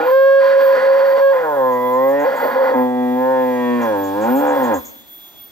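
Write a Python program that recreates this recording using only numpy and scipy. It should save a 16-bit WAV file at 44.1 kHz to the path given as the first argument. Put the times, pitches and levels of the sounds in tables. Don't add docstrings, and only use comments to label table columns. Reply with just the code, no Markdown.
import sys
import numpy as np
from scipy import signal
from scipy.fft import rfft, irfft, next_fast_len
from scipy.io import wavfile
from scipy.ndimage import uniform_filter1d, minimum_filter1d, map_coordinates

SR = 44100
rng = np.random.default_rng(int(sys.argv[2]) if len(sys.argv) > 2 else 0)


def dump_mix(stems):
    frames = np.atleast_2d(stems).T
    limited = np.clip(frames, -1, 1)
    pcm = np.round(limited * 32767).astype(np.int16)
    wavfile.write(sys.argv[1], SR, pcm)


def elevation(decibels):
    levels = np.asarray(decibels, float)
    return 10 ** (levels / 20)


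N = 243285
T = np.arange(N) / SR

# start in seconds, whistle lock 0 to 1, chaos share 0 to 1.
FOLD_STATES = [(0, .35, .3), (.06, .7, .3), (.115, 1, .012), (.397, 1, .35), (.75, 1, .92), (.83, 1, .45),
               (1.212, 1, .03), (1.325, .6, .6), (1.43, 0, .1), (1.62, 0, .01), (2.12, 0, .035),
               (2.21, 0, .15), (2.25, 1, .7), (2.285, 1, .996), (2.555, 1, .7), (2.667, 1, .99),
               (2.7, 1, .75), (2.735, 0, .35), (2.78, 0, .1), (2.84, 0, .008), (3.79, 0, .2),
               (3.88, 0, .015), (4.23, 0, .3), (4.33, 0, .12), (4.39, 0, .22), (4.53, 0, .7), (4.62, 0, .3),
               (4.72, 0, .42)]
# time in seconds, pitch in Hz.
MOO_PITCH = [(1.33, 179.3), (1.61, 130.4), (1.77, 124.1), (1.93, 126.4), (2.23, 145.7), (2.75, 127),
             (2.92, 124.7), (3.11, 124.7), (3.3, 131.1), (3.57, 124.2), (3.81, 120.3), (3.96, 99.2),
             (4.11, 96.8), (4.24, 110), (4.41, 147.6), (4.53, 145.4), (4.7, 112.5), (4.83, 68.25)]
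# time in seconds, effort in dB, strain of the larynx about -1.5 to 1.5.
EFFORT = [(0, -1, 0.89), (.13, -4.5, 1.1), (.38, -2.5, 0.77), (.44, -3, 1.3), (1.4, -4, 0.63),
          (1.54, -0.5, -1.1), (1.62, -0.5, -1.1), (2.02, 0.5, -0.95), (2.2, -1.5, 0.33), (2.7, 7, -0.77),
          (2.9, 0.5, -1.43), (3.6, -5, 0.61), (3.83, -2, 0.37), (4.12, -2, -1.16), (4.29, 0.5, -0.15),
          (4.36, -1, -0.2), (4.44, -1.5, -0.33), (4.75, 3.5, -0.75)]
# time in seconds, opening -1 to 1, tongue resonance in Hz, lip resonance in Hz.
MOUTH_SHAPE = [(0, -0.077, 764, 1376), (.13, .5, 1060, 1565), (1.35, .5, 955, 1640),
               (1.52, 0.81, 920, 1450), (1.8, .3, 1023, 1963), (2.05, 0.46, 977, 1943),
               (2.22, 0.25, 880, 1790), (2.6, 0.14, 930, 1600), (2.9, -0.35, 870, 1864),
               (3.14, -0.49, 863, 1850), (3.3, 0.44, 903, 1667), (3.46, 0.026, 889, 1827),
               (3.76, -0.34, 1013, 1873), (3.9, -0.084, 910, 1595), (4.12, -0.44, 923, 1625),
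               (4.38, -0.43, 833, 1430), (4.58, -0.13, 867, 1600), (4.75, -0.25, 948, 1650)]
# start in seconds, end in seconds, depth.
DOUBLING = (4.41, 4.565, 1.3)
# centre in Hz, width in Hz, level in dB.
CHEST = [(256.7, 62, 0), (262, 81, -6.5)]
# centre in Hz, width in Hz, level in dB.
THROAT = [(443, 230, -29), (449, 100, -3.5), (528.9, 69.3, 20.5), (583, 20, -33.5)]
# centre in Hz, width in Hz, level in dB.
MOUTH = [(819, 110.6, 11.4), (902.8, 73.5, 11), (1026.2, 78.4, 16.1)]
# centre in Hz, width in Hz, level in dB.
LIPS = [(1305, 270, 7.2), (1430, 74, 9.7), (1639.7, 101, 10.14), (1836, 74, 8), (1990, 86, 6.5)]
# centre in Hz, width in Hz, level in dB.
SKULL = [(2366, 120, 6.5), (2707, 170, 1), (3226, 290, 1), (3690, 210, -3.5), (4490, 300, 1.5),
         (5380, 350, -10), (8100, 530, -20), (11000, 1200, -23)]
# frequency in Hz, lead in radians.
LEFT_LEAD = [(60, .15), (125, 0.067), (250, 0.66), (500, 1.06), (700, 1.31), (1000, 1.17), (2000, 0.99),
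             (5000, 0.55), (10000, 0.09)]
# frequency in Hz, left over right in dB.
LEFT_TILT = [(60, -0.5), (180, -0.5), (550, 0), (1650, -2.5), (4970, -4), (15000, -6.5)]
# delay at left in seconds, delay at right in seconds, level in dB.
GROUND_ECHOES = [(.0031, 0.0056, -26), (.0074, 0.007, -21)]
# frequency in Hz, time to fall 60 dB in seconds.
WALL_DECAY = [(200, 0.93), (1000, 0.51), (4000, 0.3), (9000, 0.1)]
# time into the cycle in seconds, 80th shaft order in Hz.
MOTOR_HUNT = [(0, 13452), (.22, 13520), (.97, 13606), (2, 13452)]
# shaft order, level in dB beside the 80th.
HIGH_ORDERS = [(76, -7.5), (78, -8.5), (79, -10), (81, -27), (82, -8.5), (84, -23.5)]
# shaft order, level in dB.
LOW_ORDERS = [(18, -31), (20, 3.5), (21, -28.5), (22, -10.5), (26, -35.5), (40, -9.5), (60, -22)]
# frequency in Hz, level in dB per Hz.
YARD_COLOUR = [(15, -56.5), (25, -17.5), (259, -5.5), (319, -2.5), (470, -13.5), (694, -8), (1170, -16.5),
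               (2900, -20), (3300, -18), (3960, -20), (11500, -28.5), (12400, -24.5), (16100, -57.5),
               (22000, -120)]
# frequency in Hz, likeness -1 to 1.
YARD_LIKENESS = [(60, 0.32), (180, -0.45), (550, 0.41), (1650, 1), (4970, 0.39), (15000, 0.23)]
# time in seconds, level in dB.
BREEZE = [
    (0, 0),
    (2.6, 0),
    (3.0, -2.5),
    (3.6, 2),
    (4.6, 7),
    (5.0, -4.5),
    (5.52, -4),
]
# start in seconds, peak in dB, centre in Hz.
RASPS = [(1.714, -44, 6700), (1.926, -43, 6930), (2.0816, -44, 6950), (2.19, -38, 6800),
         (2.3534, -39.5, 7260), (3.8097, -36, 6300), (4.0347, -34.5, 6840), (4.207, -32.5, 6980),
         (4.351, -31.5, 7050), (4.4686, -31.5, 6870), (4.6263, -32.5, 6900), (4.7353, -28, 6830),
         (4.8449, -29.5, 6660)]
# start in seconds, peak in dB.
TICKS = [
    (4.3823, -30),
    (5.4932, -34),
]


def unit(x):
    return x / np.sqrt(np.mean(x ** 2) + 1e-20)


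def smooth(x, s):
    return uniform_filter1d(x, size=int(s * SR) + 1)


def along(points, hz):
    f, v = np.transpose(points)
    return np.interp(np.log(hz + 1), np.log(f + 1), v)


def curves(rows):
    s, *cols = np.transpose(rows)
    return [np.interp(T, s, c) for c in cols]


def wobble(rate):
    knots = rng.standard_normal(int(N * rate / SR) + 4)
    return map_coordinates(knots, [T * rate])


def filtered(x, response):
    m = next_fast_len(N + SR // 2)
    return irfft(rfft(x, m) * response(np.fft.rfftfreq(m, 1 / SR)), m)[..., :N]


def ring(f, hz, width):
    return 1j * f * width / (hz * hz - f * f + 1j * f * width)


def folds(pitch, lock, chaos):
    jitter = .0012 * wobble(40) * (1 + 14 * chaos)
    phase = 2 * np.pi * np.cumsum(pitch * (1 + jitter)) / SR

    def overtone(k):
        return elevation(-3 * np.log2(k)) * np.cos(k * phase - .02 * k * k)

    comb = (1 - lock) * sum(overtone(k) for k in range(1, 44) if k % 3)
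    thirds = (1 - lock * chaos) ** 2 * sum(overtone(k) for k in range(6, 70, 3))
    comb = comb + elevation(1.78 * lock) * overtone(3) + elevation(1 * lock) * thirds

    cycles = np.cumsum(3 * pitch / SR)
    slaps = rng.standard_normal((int(cycles[-1]), 3))
    at = np.interp(np.arange(len(slaps)) + .45 * slaps[:, 0], cycles, np.arange(N)).astype(int)
    rattle = np.bincount(at, elevation(2 * slaps[:, 1]) * np.sign(slaps[:, 2]), N)
    rattle = elevation(1.48 * wobble(35)) * (unit(rattle) + 1.6 * rng.standard_normal(N))
    comb = comb * elevation(.4 * wobble(20))
    return np.sqrt(1 - chaos) * comb, np.sqrt(chaos) * unit(rattle), lock * thirds, phase


def cavity(x, modes, focus_hz=None, sharp_db=0):
    def responses(f):
        return np.array([elevation(db) * ring(f, hz, 1.27 * w) ** 2 for hz, w, db in modes])

    parts = filtered(x, responses)
    if focus_hz is not None:
        octaves = np.reshape([np.abs(np.log2(focus_hz / hz)) for hz, w, db in modes], (len(modes), -1))
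        parts = parts * elevation(-sharp_db * (octaves - octaves.min(axis=0)))
    return unit(parts.sum(axis=0))


def cow():
    switch_s, glide_s = .025, 0.045
    start, *state = np.transpose(FOLD_STATES)
    now = np.searchsorted(start, T, side="right") - 1
    lock, chaos = [np.clip(smooth(c[now], switch_s), 0, 1) for c in state]

    whistle_hz = 182.1 - 27.82 * np.exp(-T / .085) - 9 * chaos ** 2
    moo_hz = smooth(curves(MOO_PITCH)[0], glide_s)
    relocked_hz = moo_hz + (T > MOO_PITCH[1][0]) * lock * (whistle_hz - moo_hz)
    pitch = np.where(T < MOO_PITCH[0][0], whistle_hz, relocked_hz)

    effort_db, strain = curves(EFFORT)
    opening, tongue_hz, lips_hz = curves(MOUTH_SHAPE)

    def gain(db, db_per_opening, db_per_strain):
        return elevation(db + db_per_opening * opening + db_per_strain * strain)

    comb, rattle, whistle, phase = folds(pitch, lock, chaos)
    chest = gain(-25, -15, 4) * cavity(comb + 1.3 * rattle, CHEST)

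    from_s, to_s, depth = DOUBLING
    doubled = smooth(1. * (T > from_s) * (T < to_s), switch_s)
    comb = comb * (1 + depth * doubled * np.cos(phase / 2))

    bursts = elevation(5 * chaos * wobble(28))
    falter = elevation(-1.5 * lock * chaos ** 4)
    throat = gain(-18.5, 6, 4) * falter * cavity(comb + 1.86 * bursts * rattle, THROAT)

    rattle = rattle * np.sqrt(np.minimum(1, .33 / chaos))
    tongue_db = 16.8 * (2.5 - chaos)
    mouth = gain(-22, 2.5, 2) * cavity(comb + 3.42 * rattle, MOUTH, tongue_hz, tongue_db)

    whistle = (1 - chaos) ** 4 * whistle * elevation(-8 * T)
    at_lips = comb + 0.65 * whistle + 2.83 * rattle
    lips = gain(-31.5, 3.5, 6) * cavity(at_lips, LIPS, lips_hz, 45 * (1 - chaos) ** 2)

    hard = 0.56 * comb + 0.32 * whistle + 1.7 * rattle
    skull = gain(-47.5, -6, 10) * cavity(hard, SKULL, 2500, 19 * (1 - lock))

    hum_db = -45 - 9.6 * np.log2(pitch / 115)
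    hum = elevation(hum_db) * (1 - lock * (.95 - 0.93 * chaos)) * np.sin(phase)
    chest_floor = signal.butter(8, 233, "highpass", fs=SR, output="sos")
    voice = signal.sosfilt(chest_floor, throat - chest - mouth + lips)

    def breath(release_s):
        return np.clip((4.825 - T) / release_s, 0, 1)

    return breath(.085) ** 2 * elevation(effort_db) * (voice + skull) + breath(.03) * hum


def ports(x):
    side = np.array([[.5], [-.5]])

    def response(hz):
        level = elevation(side * along(LEFT_TILT, hz) + 3.0)
        lead = np.exp(1j * side * along(LEFT_LEAD, hz))
        echoes = 1 + sum(elevation(db) * np.exp(-2j * np.pi * hz * np.array([[left], [right]]))
                         for left, right, db in GROUND_ECHOES)
        dip = 1 - np.array([[.9], [.65]]) * ring(hz, 1146, 290)
        return level * lead * echoes * dip

    return filtered(x, response)


def walls(x):
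    hz, t, z = signal.stft(rng.standard_normal((2, SR // 2)), SR, nperseg=256)
    decay = elevation(-60 * t / along(WALL_DECAY, hz)[:, None])
    tail = signal.istft(z * decay, SR, nperseg=256)[1]
    return signal.fftconvolve(x, tail / np.linalg.norm(tail[0]), axes=1)[:, :N]


def drive():
    rise_db = 1.29 * T
    fades = wobble(9) ** 2 + wobble(9) ** 2
    whine_db = -53 + rise_db + 10 * np.log10(fades + .01)
    hum_db = -60 + rise_db + 1.5 * wobble(15)

    hunt_start_s, hunt_cycle_s = 1.885, 2.0
    whine_hz = np.interp((T - hunt_start_s) % hunt_cycle_s, *np.transpose(MOTOR_HUNT))
    turn = 2 * np.pi * np.cumsum(uniform_filter1d(whine_hz, size=3000)) / SR / 80

    def orders(table):
        return sum(elevation(db + 2.3 * wobble(16.0)) * np.sin(k * turn + k * k) for k, db in table)

    sidebands = elevation(-53) * orders(HIGH_ORDERS)
    hiss = rng.standard_normal((2, N))
    whirr = elevation(-59) * unit(filtered(hiss, lambda f: ring(f, 13450, 1100) ** 2))
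    whine = elevation(whine_db + 3 + 2.5 * wobble(14)) * np.sin(80 * turn + [[-.2], [.2]])
    high = whine + sidebands + whirr
    low = elevation(hum_db + 4.0) * orders(LOW_ORDERS)
    scan = elevation(-65 + 2.5 * wobble(20)) * np.sin(2 * np.pi * 15625 * T)
    return high * elevation([[-.7], [.7]]) + np.array([low, np.roll(low, 4)]) + scan


def yard():
    z = signal.stft(rng.standard_normal((2, N)), nperseg=512)[2]
    patches = uniform_filter1d(rng.standard_normal(z.shape[1:]), size=6, axis=0)
    patches = uniform_filter1d(patches, size=14, axis=1)
    pair = signal.istft(z * elevation(1.0 * unit(patches)), nperseg=512)[1][:, :N]

    def mid_side(hz):
        angle = np.arccos(np.clip(along(YARD_LIKENESS, hz), -1, 1)) / 2
        return elevation(along(YARD_COLOUR, hz)) * [np.cos(angle), np.sin(angle)]

    mid, side = filtered(pair, mid_side)
    level_db = -46.5 + curves(BREEZE)[0] + 0.35 * wobble(3.3)
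    return elevation(level_db) * unit(np.array([mid + side, mid - side]))


def bird():
    out, t = np.zeros(N + SR), T[:SR // 4]
    for s, db, hz in RASPS:
        pulses = 0.34 + np.sin(np.pi * 190 * t) ** 4
        clicks = rng.standard_normal(len(t)) * pulses * elevation(3.1 * rng.standard_normal(len(t)))
        b, a = signal.butter(3, [hz - 700, hz + 650], "bandpass", fs=SR)
        trail = .35 * elevation(-60 * t / .6)
        swell = np.clip(t / .008, 0, 1) * (np.clip((.07 - t) / .04, 0, 1) + trail)
        out[round(s * SR):][:len(t)] += elevation(db - 15) * swell * unit(signal.lfilter(b, a, clicks))
    return elevation([[1.3], [-1.3]]) * out[:N]


def ticks():
    out, t = np.zeros(N + SR), T[:SR // 50]
    for s, db in TICKS:
        crack = uniform_filter1d(np.diff(rng.standard_normal(len(t) + 1)), size=3)
        out[round(s * SR):][:len(t)] += elevation(db - 8.5 - 60 * t / .012) * crack
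    return out[:N]


def scene():
    voice, rasps = cow(), bird()
    far = elevation(-19) * walls(voice[None]) + elevation(-10) * walls(rasps)
    return ports(voice) + far + rasps + ticks() + drive() + yard()


def roll_off(x):
    return signal.sosfilt(signal.butter(12, 15670, fs=SR, output="sos"), x)


def record(dry):
    limit_db, grip, hold_s, ease_s = -6.5, 0.61, 0.006, 0.0072
    peak = np.abs(dry).max(axis=0) + 1e-9
    need = np.minimum(1, elevation(limit_db) / peak) ** grip
    held = minimum_filter1d(need, size=int(hold_s * SR) + 1)
    mix = dry * smooth(held, ease_s)
    return roll_off(mix)


dry = scene()
out = record(dry)
dump_mix(out)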